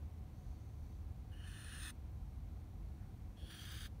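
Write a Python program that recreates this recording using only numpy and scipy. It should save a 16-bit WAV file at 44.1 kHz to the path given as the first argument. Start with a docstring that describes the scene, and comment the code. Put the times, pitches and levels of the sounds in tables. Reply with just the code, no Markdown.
"""Outdoors, one microphone close to a weasel in a wire cage trap; a low rumble and the hum of far
machinery run throughout. First comes a faint, thin wheeze through the nose. At 1.3 s the animal hisses:
the breath starts thin through nearly shut jaws, broadens as they open and stops abruptly, while the
sheet-metal lid and the cage floor reflect it as the head moves. It shifts its feet at 3 s, then hisses
again with its head stretched forward, a paw bumping softly just after the start."""
import sys
import numpy as np
from scipy import signal
from scipy.fft import rfft, irfft
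from scipy.io import wavfile
from scipy.ndimage import map_coordinates

SR = 44100
rng = np.random.default_rng(int(sys.argv[2]) if len(sys.argv) > 2 else 0)


def inscribe(sig):
    """Save sig as 16-bit PCM at rate SR to the path in sys.argv[1].

    A 1-D sig is mono; a 2-D sig holds one channel per row.
    Samples are clipped to [-1, 1] before scaling.
    """
    pcm = np.round(np.clip(np.atleast_2d(sig).T, -1, 1) * 32767)
    wavfile.write(sys.argv[1], SR, pcm.astype(np.int16))


N = 176400
TIME = np.arange(N) / SR


def from_db(db):
    """Decibels to gain."""
    return 10 ** (np.asarray(db) / 20)


def in_time(rows):
    """The columns of a curve at every sample."""
    times, *columns = np.transpose(rows)
    return [np.interp(TIME, times, column) for column in columns]


def gate(rows):
    """One between the first and last point of a curve, else zero."""
    return (TIME > rows[0][0]) & (TIME < rows[-1][0])


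def white(size):
    """White noise of 0 dB per Hz."""
    return rng.standard_normal(size) * np.sqrt(SR / 2)


def coloured(spectrum):
    """Steady noise with a spectrum given as (frequency [Hz], level [dB per Hz])."""
    hz, db = np.transpose(spectrum)
    bin_hz = np.maximum(np.arange(N // 2 + 1) * SR / N, 1)
    bin_db = np.interp(np.log(bin_hz), np.log(hz), db)
    return irfft(rfft(white(N)) * from_db(bin_db), N)


def resonant_noise(hz, width_hz):
    """Turbulence passed twice through one resonance, whose centre may move; 0 dB per Hz at the peak."""
    pole = np.exp(-np.pi * width_hz / SR)
    run_in = SR // 4
    noises = [white(N + run_in), white(N + run_in)]
    swell = signal.lfilter([(1 - pole) ** 2], [1, -2 * pole, pole * pole], noises)[:, run_in:]
    phase = 2 * np.pi * np.cumsum(hz * np.ones(N)) / SR
    return np.sqrt(2) * (swell[0] * np.cos(phase) + swell[1] * np.sin(phase))


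def drift(rate_hz):
    """A smooth random wander with a spread of one."""
    pole = np.exp(-2 * np.pi * rate_hz / SR)
    wander = signal.lfilter([1], [1, -2 * pole, pole * pole], rng.standard_normal(N + SR))[SR:]
    return wander / wander.std()


def background():
    """The open air around the trap: low rumble, faint air noise and the wavering hum of far machinery."""
    # spectra of the rumble and of the air above it: (frequency [Hz], level [dB per Hz])
    rumble = [(15, -99), (26, -86.5), (35, -75.5), (49, -63.5), (59, -71.5), (70, -66.5), (90, -69),
              (125, -76), (175, -83.5), (230, -85.5), (300, -91), (370, -96), (550, -99), (650, -101),
              (950, -103)]
    air = [(1150, -106), (1800, -112), (2200, -111), (2800, -115.5), (4450, -116), (4950, -121),
           (5800, -117.5), (7600, -122.5), (9500, -120), (10400, -125.5), (11100, -121), (12200, -120.5),
           (15700, -123.5)]
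    # machinery hum lines: (frequency [Hz], width [Hz], level [dB per Hz])
    hum = [(68.95, 12, -70), (198.5, 8.6, -81.5), (319.2, 12.3, -84.5), (745, 71, -95), (1032, 8, -96.5)]
    return coloured(rumble + air) + sum(from_db(db) * resonant_noise(hz, width) for hz, width, db in hum)


def wheeze():
    """A thin stream of air excites the resonances of the weasel's nose."""
    # strength of the breath: (time [s], level [dB])
    breath = [(.22, -29), (.38, 0.5), (.52, 2), (.70, -2.5), (.78, -3), (.92, 2), (1.02, -6), (1.14, -25)]
    # nose resonances at 0 dB of breath: (frequency [Hz], width [Hz], level [dB per Hz])
    nose = [(3740, 330, -117.5), (4500, 400, -116.5), (5960, 450, -114.5), (6450, 870, -116.5),
            (8630, 2600, -126.5)]
    level_db, = in_time(breath)
    air = sum(from_db(db) * resonant_noise(hz, width) for hz, width, db in nose)
    return air * from_db(level_db) * gate(breath)


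def hiss(gesture, mouth):
    """Breath excites the mouth; opening jaws shift and reweight its resonances and lift the teeth's rush.

    gesture: (time [s], effort [dB], jaw opening [0-1])
    mouth, at 0 dB effort: (frequency shut [Hz], frequency wide [Hz], width [Hz],
                            level shut [dB per Hz], level wide [dB per Hz])"""
    # air rushing past the teeth, jaws wide, at 0 dB effort: (frequency [Hz], level [dB per Hz])
    teeth = [(700, -124), (1200, -107), (3000, -106), (4900, -108), (5600, -104.5), (8000, -106),
             (10400, -109), (11200, -107), (13000, -108.5), (16000, -110)]
    teeth_shut_db, flutter_db = -7.5, 1.0
    effort_db, jaw = in_time(gesture)
    air = coloured(teeth) * from_db(teeth_shut_db * (1 - jaw))
    for shut_hz, wide_hz, width_hz, shut_db, wide_db in mouth:
        centre_hz = shut_hz + (wide_hz - shut_hz) * jaw
        peak_db = shut_db + (wide_db - shut_db) * jaw
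        air += resonant_noise(centre_hz, width_hz) * from_db(peak_db)
    jet_db = effort_db + flutter_db * drift(rate_hz=58)   # the jet is unsteady
    return air * from_db(jet_db) * gate(gesture)


def first_hiss():
    """Head drawn back, the weasel pushes harder as its jaws open, loudest just before the stop."""
    # breath and jaws: (time [s], effort [dB], jaw opening [0-1])
    gesture = [(1.298, -38, 0), (1.322, -16.5, 0), (1.44, -8.5, 0.03), (1.48, -6.5, 0.47),
               (1.61, -5.5, 0.59), (1.70, -2, 0.53), (1.79, -1.5, 0.66), (1.83, 0.5, .88), (1.885, 1.5, 1),
               (1.905, -0.5, 0.99), (1.925, -34, 1)]
    # throat and mouth resonances: (shut [Hz], wide [Hz], width [Hz], shut [dB per Hz], wide [dB per Hz])
    mouth = [(1473, 1430, 510, -89.5, -89), (1740, 1790, 316, -83.5, -83), (2537, 2570, 170, -88.5, -86),
             (2880, 2870, 130, -82.5, -91), (3050, 3170, 200, -82.5, -94), (3596, 3540, 360, -99, -81),
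             (4310, 4080, 650, -99, -92.5), (5390, 5180, 390, -101, -97), (5790, 6250, 690, -103, -97.5),
             (6600, 6800, 750, -106, -99), (8850, 8700, 680, -102, -90), (9400, 9410, 650, -94, -84.5),
             (10700, 11350, 440, -110, -104), (14500, 13800, 700, -113, -106),
             (14700, 15200, 700, -113, -100)]
    return hiss(gesture, mouth)


def delayed(sound, lag_ms):
    """The sound after a path of changing length."""
    return map_coordinates(sound, [(TIME - lag_ms / 1000) * SR], order=3)


def cage(direct):
    """The small lid and floor reflect the treble along moving paths; the surroundings scatter briefly."""
    # extra travel to the microphone as the head moves: (time [s], via lid [ms], via floor [ms])
    echo_lags = [(1.3, .69, 1.4), (1.5, .7, 1.44), (1.7, .75, 1.52), (1.92, .8, 1.59), (3.36, .77, 1.8),
                 (3.55, .72, 1.7), (3.68, .65, 1.42), (3.89, .62, 1.36)]
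    lid_gain, floor_gain, reflects_above_hz = .3, .22, 4500
    scatter_db, scatter_t60_s = -13, .04
    lid_ms, floor_ms = in_time(echo_lags)
    treble = signal.sosfilt(signal.butter(1, reflects_above_hz, "high", fs=SR, output="sos"), direct)
    echoes = lid_gain * delayed(treble, lid_ms) + floor_gain * delayed(treble, floor_ms)
    t = TIME[:SR // 4]
    scatter = rng.standard_normal(len(t)) * np.exp(-np.log(1000) * t / scatter_t60_s)
    tail = signal.fftconvolve(direct, scatter / np.linalg.norm(scatter))[:N]
    return direct + echoes + from_db(scatter_db) * tail


def steps():
    """Paws shift on the cage floor: a soft scuff, then a brief bump."""
    # paw contacts: (time [s], length [s], frequency [Hz], width [Hz], peak level [dB per Hz])
    contacts = [(3.028, 0.082, 1474, 700, -105), (3.44, 0.013, 254, 290, -78), (3.441, .014, 560, 130, -85)]
    paws = np.zeros(N)
    for peak_s, length_s, hz, width_hz, db in contacts:
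        envelope = np.exp(-2 * ((TIME - peak_s) / length_s) ** 2)
        paws += from_db(db) * resonant_noise(hz, width_hz) * envelope
    return paws


def second_hiss():
    """Head stretched forward, the breath surges as the jaws jerk half open, and holds until the stop."""
    # breath and jaws: (time [s], effort [dB], jaw opening [0-1])
    gesture = [(3.356, -39, 0.032), (3.374, -12, 0.019), (3.44, -7.5, 0.16), (3.496, -5, 0.26),
               (3.506, 2, .55), (3.53, -1, .5), (3.62, -1, 0.74), (3.69, -.5, 0.91), (3.78, -1, 1),
               (3.858, 1, 0.89), (3.87, -4.5, 0.96), (3.889, -29, 0.79)]
    # throat and mouth resonances: (shut [Hz], wide [Hz], width [Hz], shut [dB per Hz], wide [dB per Hz])
    mouth = [(1400, 1380, 460, -101, -91.5), (1640, 1690, 490, -95.5, -89.5), (2200, 2280, 660, -106, -94),
             (2780, 2970, 450, -95.5, -91), (3340, 3260, 250, -78, -87), (3536, 3680, 740, -100, -90),
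             (4400, 4720, 630, -96.5, -92.5), (5370, 6250, 630, -105, -97.5), (7300, 7400, 690, -112, -105),
             (8800, 8530, 500, -107, -102), (9580, 9630, 670, -99.5, -95), (11200, 10000, 390, -104, -108),
             (11900, 12350, 400, -117, -104), (13800, 17000, 800, -108, -104),
             (14850, 14960, 490, -110, -94)]
    return hiss(gesture, mouth)


def scene():
    """The caged animal close by, over the distant background, in mono."""
    hisses = from_db(-0.07) * (first_hiss() + second_hiss())
    return (cage(hisses) + wheeze() + steps() + background())[None]


def record(dry):
    """The microphone's signal, with the highest treble cut steeply."""
    cutoff_hz = 15680
    return signal.sosfilt(signal.ellip(12, .1, 80, cutoff_hz, fs=SR, output="sos"), dry)


dry = scene()
out = record(dry)
inscribe(out)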